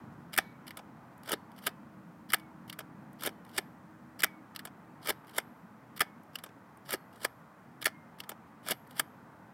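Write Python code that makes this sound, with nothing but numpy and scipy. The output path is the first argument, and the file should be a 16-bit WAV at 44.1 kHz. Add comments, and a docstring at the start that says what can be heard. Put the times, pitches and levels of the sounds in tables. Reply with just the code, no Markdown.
"""A low traffic hum and a few breeze puffs are heard first, then a plastic dart blaster is fired and pumped five times.
Each shot is a trigger creak, latch ticks and the plunger's slam; the dart whistles away. The trigger clicks back,
the pump grip ratchets back and slides home. Plastic is impact noise driving shell resonances, the spring rings as
decaying sines and a noisy mode cluster, the whistle is a gliding tone, and air, road and hiss are shaped noise."""
import sys
import numpy as np
from scipy import signal
from scipy.io import wavfile
from scipy.ndimage import map_coordinates

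SR = 44100
rng = np.random.default_rng(int(sys.argv[2]) if len(sys.argv) > 2 else 0)


def store_wav(level_fs):
    """Save 16-bit WAV to argv[1]."""
    pcm = np.round(np.clip(np.atleast_2d(level_fs), -1, 1) * 32767)
    wavfile.write(sys.argv[1], SR, pcm.T.astype(np.int16))


N = 420273
TINY = 1e-18   # keeps idle filters away from denormal numbers


def amp(db):
    """Logarithmic level: decibels to a pressure gain."""
    return 10 ** (np.asarray(db) / 20)


def rms_one(x):
    """Normalisation: scale a signal to unit rms."""
    return x / np.sqrt(np.mean(x ** 2) + 1e-20)


def seconds(duration_s):
    """Sampling: the time axis of a short event, in seconds."""
    return np.arange(int(duration_s * SR)) / SR


def add_at(out, s, shape):
    """Superposition: add a short shape to a signal, starting at s seconds."""
    out[int(s * SR):][:shape.size] += shape


def drift(rate):
    """Slow random modulation: smoothly joined random values, rate of them per second; rms 1."""
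    steps = rng.standard_normal(int(N / SR * rate) + 3)
    position = np.arange(N) / SR * rate + 1
    return rms_one(map_coordinates(steps, [position], order=3))


def resonate(x, hz, width_hz):
    """Damped resonance: a two-pole mode with gain close to 1 at its peak."""
    r = np.exp(-np.pi * width_hz / SR)
    poles = [1, -2 * r * np.cos(2 * np.pi * hz / SR), r * r]
    return signal.lfilter([(1 - r * r) / 2, 0, (r * r - 1) / 2], poles, x)


def body(x, modes, sway_db=0):
    """Modal superposition: parallel modes of alternating sign, scaled so that steady white noise keeps its rms."""
    click = np.eye(1, 4096)[0]   # put ahead of the sound to learn the energy of the response
    both = 0
    for k, (hz, width_hz, db) in enumerate(modes):
        drive = x * amp(sway_db * drift(40)) if sway_db else x
        both = both + (-1) ** k * amp(db) * resonate(np.r_[click, drive], hz, width_hz)
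    return both[click.size:] / np.sqrt(np.sum(both[:click.size] ** 2))


def coloured(spectrum, patchy_db, rate):
    """Spectral shaping: third-octave bands of noise, each flickering on its own; rms 1."""
    hz, level_db = np.transpose(spectrum)
    out, white = 0, rng.standard_normal((2, N))
    octaves = np.log2(min(hz[-1], 17000) / hz[0])
    edges = hz[0] * 2 ** np.arange(0, octaves + .3, 1 / 3)
    for k, (low, high) in enumerate(zip(edges, edges[1:])):
        sos = signal.butter(2, [low, high], "band", fs=SR, output="sos")
        band = signal.sosfilt(sos, white[k % 2])   # neighbouring bands use different noise
        centre_db = np.interp(np.log(low * high) / 2, np.log(hz), level_db)
        out = out + band * amp(centre_db + patchy_db * drift(rate))
    return rms_one(out)


def swell(rows, column):
    """Amplitude envelope: one dB column of short curves as a gain that is zero between them."""
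    gain = np.zeros(N)
    for curve in rows:
        s, value = np.transpose(curve)[[0, column]]
        i = np.arange(int(s[0] * SR), int(s[-1] * SR))
        gain[i] = amp(np.interp(i / SR, s, value)) * signal.windows.tukey(i.size, .1)
    return gain


# Spectrum of the microphone hiss. Each row: frequency in Hz, relative density in dB per Hz.
HISS_SPECTRUM = [(1500, -0.5), (4000, 0), (8000, -2.5), (13000, -4), (16000, -2)]


def microphone_hiss():
    """Self-noise: a steady broadband floor at -76 dB rms."""
    return amp(-76) * coloured(HISS_SPECTRUM, patchy_db=.4, rate=14)


# Far road. Each row: time in seconds, rumble in dB, tyre roar in dB, motor note in dB.
TRAFFIC_LEVELS = [(0.0, -48, -56.5, -75), (0.26, -52, -59, -70), (0.5, -55, -58, -65.5),
                  (1.33, -54.5, -58, -71.5), (2.12, -55, -59, -63.5), (2.76, -54.5, -58, -62.5),
                  (3.66, -54.5, -58, -67), (3.74, -55.5, -59, -62.5), (5.23, -57, -57.5, -66.5),
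                  (5.57, -57, -59, -74.5), (6.02, -56.5, -58, -73), (6.74, -58, -59.5, -72),
                  (7.09, -57, -58.5, -82), (7.4, -58.5, -59, -75), (7.94, -56, -59.5, -71),
                  (8.09, -57.5, -58.5, -76), (9.0, -57, -57.5, -75.5), (9.53, -57, -58.5, -68)]
# Spectrum of the engine rumble. Each row: frequency in Hz, relative density in dB per Hz.
RUMBLE_SPECTRUM = [(25, -39), (60, -23), (100, -5), (140, -1), (212, 2), (300, -6), (360, -18.5),
                   (500, -27.5)]
# Spectrum of the tyre roar. Each row: frequency in Hz, relative density in dB per Hz.
ROAR_SPECTRUM = [(250, -10.5), (400, -1), (600, -0.5), (900, 2.5), (1300, -0.5), (1800, -7.5),
                 (2400, -16.5), (3500, -31.5), (5000, -42.5)]
MOTOR_HZ = 313.4   # middle of a wandering note


def traffic():
    """Incoherent sum of sources: engine rumble, tyre roar and one faint motor note from a far road."""
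    s, *columns = np.transpose(TRAFFIC_LEVELS)
    rumble_db, roar_db, motor_db = [np.interp(np.arange(N) / SR, s, c) for c in columns]
    rumble = amp(rumble_db) * coloured(RUMBLE_SPECTRUM, patchy_db=1.5, rate=6.5)
    roar = amp(roar_db) * coloured(ROAR_SPECTRUM, patchy_db=-0.76, rate=4)
    phase = 2 * np.pi * np.cumsum(MOTOR_HZ + 2.5 * drift(4)) / SR
    motor = np.sqrt(2) * np.sin(phase) * amp(1.3 * drift(8))
    return rumble + roar + amp(motor_db) * motor


# Buffets of the breeze. Each row: start in seconds, strength in dB before the puff is shaped.
BREEZE_BUFFETS = [(0.009, -53), (0.036, -58), (0.109, -52), (0.189, -53), (0.269, -56), (1.096, -53)]


def breeze():
    """Turbulent pressure at the microphone: each buffet is a short low puff of noise."""
    force, t = np.zeros(N), seconds(.06)
    puff = np.sin(np.pi * t / t[-1]) ** 2 * amp(-300 * t)
    for s, db in BREEZE_BUFFETS:
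        add_at(force, s, amp(db - 2.5) * puff)
    modes = [(125, 37, 4), (188.7, 240, 0.5), (300, 120, -17)]   # (Hz, width Hz, dB)
    return body(force * rng.standard_normal(N) + TINY, modes)


ECHO_DB, ECHO_T60_S = -33, 0.27


def lawn(x):
    """Diffuse scattering from grass, body and far trees: a faint dull tail."""
    t = seconds(.4)
    tail = rng.standard_normal(t.size) * amp(-60 * t / ECHO_T60_S) * np.minimum(t / .01, 1)
    tail = signal.lfilter([1], [1, -.8], tail)   # dulls the treble
    return amp(ECHO_DB) * signal.fftconvolve(x, tail / np.sqrt(np.sum(tail ** 2)))[:N]


# Darts in flight. Each row: start in seconds, pitch in Hz, fall in Hz per second (negative rises),
# level in dB, hold in seconds.
DART_WHISTLES = [(.39, 2240, -150, -62, .07), (2.345, 2330, 1200, -63, .04), (4.25, 2300, 800, -56, .01),
                 (6.03, 2220, 400, -67, .04), (7.875, 2150, 250, -66, .12)]
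# Air rush round the first dart. Each row of its curve: time in seconds, level in dB.
FIRST_DART_RUSH = [
    [(.395, -66), (.45, -70), (.54, -79)],
]
WHISTLE_FADE_DB_PER_S, WHISTLE_TAIL_S = 110, .14


def darts():
    """Hole tone: air over the hole in the tip blows a wavering note that holds, then fades as the dart leaves."""
    flights = []
    for s, hz, fall, db, hold_s in DART_WHISTLES:
        times = (0, hold_s, hold_s + WHISTLE_TAIL_S)
        flights.append([(s + t, hz - fall * t, db - WHISTLE_FADE_DB_PER_S * max(t - hold_s, 0)) for t in times])
    s, hz, _ = np.transpose(sum(flights, []))
    pitch_hz = np.interp(np.arange(N) / SR, s, hz) * (1 + .003 * drift(72))
    phase = 2 * np.pi * np.cumsum(pitch_hz) / SR
    whistle = swell(flights, column=2) * amp(2.5 * drift(70)) * np.sqrt(2) * np.sin(phase)
    air = swell(FIRST_DART_RUSH, column=1) * rng.standard_normal(N)
    return whistle + body(air + TINY, [(3800, 460, 0)])


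# Hard stops that push the air and shake the coils. Each row: time in seconds, jolt in dB before its pulse
# shape, shimmer in dB, shimmer decay T60 in seconds.
STOPS = [(.385, -36, -68, .43), (1.329, -42, -86, .5), (1.67, -45.5, -84, .5), (2.336, -40, -80, .4),
         (3.273, -46.5, -76, .5), (3.581, -41, -68, .5), (4.234, -42, -77, .66), (5.103, -41.5, -70, .54),
         (5.385, -49, -72, .97), (6.006, -34.5, -77, .5), (6.936, -45, -73, .99), (7.249, -48, -70, .6),
         (7.855, -41, -84, .5), (8.719, -49, -65, .64), (8.998, -51, -71, .7)]


def jolts():
    """Impulsive displacement: a mass that stops short sends one low push of air."""
    out, t = np.zeros(N), seconds(.03)
    push = (t / .0012) * np.exp(1 - t / 0.00092)
    for s, db, *_ in STOPS:
        add_at(out, s, amp(db) * push)
    return signal.sosfilt(signal.butter(1, 40, "high", fs=SR, output="sos"), out)


# Pings of the main spring. 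Each row: start in seconds, pitch in Hz, level in dB before a flicker.
SPRING_PINGS = [(1.338, 4400, -72), (1.674, 2590, -68), (3.28, 3050, -71), (3.28, 4380, -75),
                (5.106, 3830, -73), (6.944, 4330, -73)]
# Dense high coil modes. Each row: frequency in Hz, width in Hz, relative level in dB.
COIL_MODES = [(11300, 300, -7), (11740, 180, 0), (12400, 350, -6)]
PING_T60_S = 0.5


def spring():
    """Free vibration: the coil pings on single modes and, after hard stops, shimmers on a high cluster."""
    pings, shake, t = np.zeros(N), np.full(N, TINY), seconds(.5)
    for s, hz, db in SPRING_PINGS:
        add_at(pings, s, amp(db - 60 * t / PING_T60_S) * np.sin(2 * np.pi * hz * t))
    for s, _, db, t60 in STOPS:
        add_at(shake, s, amp(db - 60 * t / t60))
    shimmer = body(shake * rng.standard_normal(N), COIL_MODES)
    return pings * amp(3.2 * drift(150)) + shimmer


# Plastic contacts by kind. 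Each row: time of the peak in seconds, level in dB before its colour,
# brightness in dB per register above the clack.
CONTACT_TIMES = { "brush": [(.333, -47, 0), (.3513, -49, -1), (.669, -54, -2), (.6916, -60, 0),
                 (1.2342, -57, 0), (1.26, -54, -1), (1.5825, -57, -3), (1.5888, -59, 0), (2.314, -56, 0),
                 (2.3982, -58, 0), (2.679, -58, 1), (3.1969, -59, -4), (3.2096, -52, 1), (3.4664, -58, -5),
                 (4.1941, -52, 1), (4.5503, -50, -6), (5.03, -57, -3), (5.0473, -52, -1), (1.5178, -64, 0),
                 (3.45, -61, 0), (3.494, -62, 0), (5.271, -63, 1), (5.295, -56, 0), (5.311, -63, 0),
                 (7.1294, -64, 0), (5.9655, -56, 1), (6.334, -62, -3), (6.4908, -54, -11), (6.86, -58, -4),
                 (7.1595, -59, 0), (7.8174, -49, 3), (8.187, -58, -1), (8.307, -60, 0)],
                 "tick": [(1.18, -62, 0), (2.3852, -58, 0), (3.131, -59, 0), (6.235, -63, 0),
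                 (6.7735, -60, 0), (8.8746, -61, 0)], "creak": [(.3398, -39, -1), (2.3038, -43, 1),
                 (4.2051, -39, 1), (5.9767, -46, 0), (7.8262, -37, -1)], "latch": [(.364, -39, 0),
                 (2.3216, -38, 0), (4.2215, -37, 0), (5.9953, -39, 0), (7.8448, -38, 1)],
                 "release": [(.3784, -24, 1), (2.3357, -21, 0), (4.2362, -21, 0), (6.0082, -21, 0),
                 (7.858, -22, 0)], "slam": [(.3864, -20, -3), (2.3439, -26, 1), (4.2442, -26, 1.5),
                 (6.0176, -26, 0), (7.8677, -27, 0)], "rebound": [(.3967, -44, -1), (.4088, -56, -2),
                 (1.6914, -51, 0), (2.3659, -60, 2), (3.2916, -48, 0), (4.2654, -57, 2), (5.124, -54, 0),
                 (5.4022, -52, 0), (6.03, -48, 0), (6.956, -51, 0), (7.8783, -40, -1), (7.8872, -52, -2),
                 (8.7335, -54, 0)], "let_go": [(.68, -42, -1), (2.6987, -38, 0), (4.5626, -38, 0),
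                 (6.3565, -37, 0), (8.2033, -38, 0)], "reset": [(.7077, -46, 0), (2.7278, -42, 0),
                 (4.5929, -42, 0), (6.387, -46, 0), (8.2372, -48, -4)], "rest": [(.772, -39, -1),
                 (2.7905, -36, -1), (4.6532, -40, 0), (6.439, -40, 0), (8.2937, -38, 0)],
                 "settle": [(.7901, -50, 0), (.7938, -50, -1), (2.8064, -46, 2), (4.6732, -47, 0),
                 (6.4628, -47, 0), (8.318, -47, 0)], "grip": [(1.2775, -48, 0), (1.29, -40, -2),
                 (3.223, -44, 0), (5.0567, -46, 0), (5.0614, -47, 0), (6.8925, -43, -2), (8.6638, -49, 0),
                 (8.6736, -45, 1)], "pawl": [(1.294, -43, 3), (3.236, -34, 0), (5.0734, -35, 0),
                 (6.9078, -37, 0), (8.6863, -34, 0)], "tooth": [(1.3092, -38, -4), (3.2522, -36, 0),
                 (5.087, -35, 1), (6.922, -38, 0), (8.7011, -38, 0)], "cock": [(1.3196, -30, 0),
                 (3.2622, -29, 0), (5.094, -27, 0), (6.93, -30, 0), (8.709, -27, -1)],
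                 "stop": [(1.3313, -32, -1), (3.274, -35, 0), (5.1027, -31, 0), (6.9393, -32, -1),
                 (8.7172, -33, 1)], "bounce": [(1.3371, -35, 1), (1.6758, -38, 1), (3.2788, -42, -2),
                 (3.5869, -38, 2), (5.1062, -36, -1), (6.9445, -41, 0), (8.7208, -35, 0)],
                 "near": [(3.565, -48, -1), (5.366, -48, 0), (7.2324, -48, 2), (8.9098, -49, -2),
                 (8.981, -50, 0)], "touch": [(1.6664, -33, 1), (3.5789, -30, 0), (5.3812, -31, 0),
                 (7.2463, -35, -1), (8.9955, -31, 2.5)], "home": [(1.6701, -27, 0), (3.5818, -28, 0),
                 (5.3844, -28, 0), (7.2502, -28.5, 0), (8.9989, -30, 1)]}
# Colour of each kind of contact. Each row: thud, knock, clack, snap and tick in dB, rise in seconds,
# chatter T60 in seconds before each register stretches it.
CONTACT_COLOURS = {"brush": (-16, -14, -3, -1, 0, .0016, .024), "tick": (-11, -10, -10, -23, 0, .0017, .02),
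                   "creak": (-25, -16, -2, 0, -4, .0023, .028), "latch": (-24, -25, -2, -7, 0, .0015, .016),
                   "release": (-21, -16, 0, -5.5, -3, .0027, .032),
                   "slam": (-16, -7, 0, -4.5, -3, .0025, .014), "rebound": (-14, -5, 0, -6, -6, .0016, .02),
                   "let_go": (-30, -26, -8, 0, -4, .0018, .024),
                   "reset": (-20, -21, 0, -2, -5, .0016, .036), "rest": (-20, -7, -5, -7, -1, .002, .037),
                   "settle": (-10, 1, -6, -12, -19, .002, .03), "grip": (-13, 0, -1, -3, -7, .0017, .026),
                   "pawl": (-24, -8, -4, -6, 0, .0017, .025), "tooth": (-11, -3, 0, -9, -8, .003, .025),
                   "cock": (-13, -15, -11, -6, 0, .0025, .029), "stop": (-2, -4, 0, -4, -3, .003, .018),
                   "bounce": (-1, -4, 0, 0, -3, .0013, .02), "near": (-20, -10, -9, -3, 0, .0016, .022),
                   "touch": (-16, -5, -17, -14, -1, .0012, .02), "home": (-21, -4.5, 0, -5, -3, .0018, .03)}
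# How far the single blow stands out of the chatter. Each entry: kind, dB; 0 for kinds not named.
BLOW_CRISPNESS = {"slam": 3, "cock": 3, "pawl": 3, "home": 2, "touch": 2, "stop": -1, "release": -1,
                  "let_go": 4, "rest": 2, "tooth": 1}
# Faint random contacts before the grip is home.
JIGGLE_DB, JIGGLE_SPREAD_DB, JIGGLE_FROM_S, JIGGLE_SPAN_S = -69, 3, .14, .08


def contacts():
    """Impact sequence: every contact as (s, dB per register, rise s, t60 s, crispness dB)."""
    rows, step = [], np.array([0, 0, 0, 1, 2])
    for kind, hits in CONTACT_TIMES.items():
        *colour_db, rise_s, t60 = CONTACT_COLOURS[kind]
        for s, db, bright_db in hits:
            levels_db = db + np.array(colour_db) + bright_db * step
            rows.append((s, levels_db, rise_s, t60, BLOW_CRISPNESS.get(kind, 0)))
    rise_s, t60 = CONTACT_COLOURS["brush"][-2:]
    for s, *_ in CONTACT_TIMES["home"] * 2:   # loose parts jiggle twice while the grip slides home
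        when = s - JIGGLE_FROM_S + JIGGLE_SPAN_S * rng.random()
        rows.append((when, rng.normal(JIGGLE_DB, JIGGLE_SPREAD_DB, step.size), rise_s, t60, 0))
    return rows


def stroke(stop, rub, effort_db=0):
    """Sliding contact: the same rubbing curve surrounds every contact of one kind."""
    curves = [[(end + s, db + effort_db) for s, db in rub] for end, *_ in CONTACT_TIMES[stop]]
    return swell(curves, column=1)


# Pump grip pulled along its rails. Each row: seconds from the stop, rub in dB.
GRIP_PULL = [(-.09, -69), (-.07, -62.5), (-.05, -54), (-.02, -49.5), (.005, -45)]
# Pump grip pushed home. Each row: seconds from the stop, rub in dB.
GRIP_PUSH = [(-.11, -69.5), (-.06, -75.5), (-.045, -60), (-.025, -53), (-.012, -50), (.002, -37.5)]
# Trigger dragging its latch. Each row: seconds from the contact, rub in dB.
TRIGGER_DRAG = [(-.016, -60), (-.008, -56.5), (.004, -55)]


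def rubbing():
    """Stick-slip friction: a flickering drive while the grip slides and the trigger drags."""
    rub = stroke("stop", GRIP_PULL) + stroke("home", GRIP_PUSH) + stroke("creak", TRIGGER_DRAG)
    rub = rub + stroke("let_go", TRIGGER_DRAG, effort_db=-7)   # softer on the way back
    return rub * amp(1.6 * drift(250))


def grit(rough_db):
    """Random impact train: dense micro-impacts of uneven size; rms 1."""
    size_db = rough_db * np.minimum(rng.exponential(1, N), 4)
    return rms_one(rng.standard_normal(N) * amp(size_db))


# Modes of the shell in five registers, low to high.
# Each row: frequency in Hz, width in Hz, relative level in dB.
SHELL_THUD = [(250, 180, -2), (403.5, 130, 2.5)]
SHELL_KNOCK = [(631, 100, 0.43), (760, 120, 0.51), (937, 430, -5.3)]
SHELL_CLACK = [(1239.5, 100, 1.5), (1716, 210, 0.79), (2200, 400, -2)]
SHELL_SNAP = [(2850, 420, 2), (3530, 750, -1), (4450, 1100, -2), (5620, 1000, -13)]
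SHELL_TICK = [(6960, 900, -1.5), (8550, 450, 2.5), (9740, 800, 0.5), (10940, 700, 3), (12500, 2100, 0.5),
              (14300, 600, 0.5), (14600, 1900, -5.5)]
MODE_SWAY_DB = 1.2   # each contact lands elsewhere and wakes the modes unevenly
RATTLE_T60_S = 0.1


def blaster():
    """Forced modal vibration: each contact's blow, chatter and faint settling rattle drive the shell."""
    out, t = 0, seconds(.15)
    rub, hits = rubbing(), contacts()
    impacts = grit(4.5)   # the same micro-impacts reach every register
    # (modes, t60 factor, rub dB, blow dB, rattle dB)
    registers = [(SHELL_THUD, 1.1, -12, 23, -26), (SHELL_KNOCK, 1.1, -7, 17, -26),
                 (SHELL_CLACK, 1.01, -2.5, 17, -25), (SHELL_SNAP, .95, -1.5, 12, -26),
                 (SHELL_TICK, .8, -4, 9, -36)]
    for k, (modes, stretch, rub_db, blow_db, rattle_db) in enumerate(registers):
        chatter, blows = rub * amp(rub_db), np.full(N, TINY)
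        for s, levels_db, rise_s, t60, crisp_db in hits:
            after = t - 2 * rise_s   # time from the peak
            rattle = amp(rattle_db - 60 * after / RATTLE_T60_S)
            decay = amp(-60 * after / (t60 * stretch)) + rattle
            shape = np.where(after < 0, np.exp(-(after / rise_s) ** 2), decay)
            add_at(chatter, s - 2 * rise_s, amp(levels_db[k]) * shape)
            blows[int(s * SR)] += amp(levels_db[k] + blow_db + crisp_db)
        # small panels radiate little below their lowest mode
        radiate = signal.butter(2, 0.89 * modes[0][0], "high", fs=SR, output="sos")
        shell = body(chatter * impacts + blows, modes, MODE_SWAY_DB)
        out = out + signal.sosfilt(radiate, shell)
    return out


def scene():
    """Superposition: every source sums at one microphone."""
    toy = blaster()
    background = microphone_hiss() + traffic() + breeze()
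    return (background + lawn(toy) + darts() + jolts() + spring() + toy)[None]


def record(dry):
    """Band limiting: the treble droops at the top and is then cut, 50 dB down from 16750 Hz."""
    soft = signal.sosfilt(signal.butter(8, 15800, fs=SR, output="sos"), dry)
    return signal.sosfilt(signal.cheby2(12, 50, 16750, fs=SR, output="sos"), soft)


dry = scene()
out = record(dry)
store_wav(out)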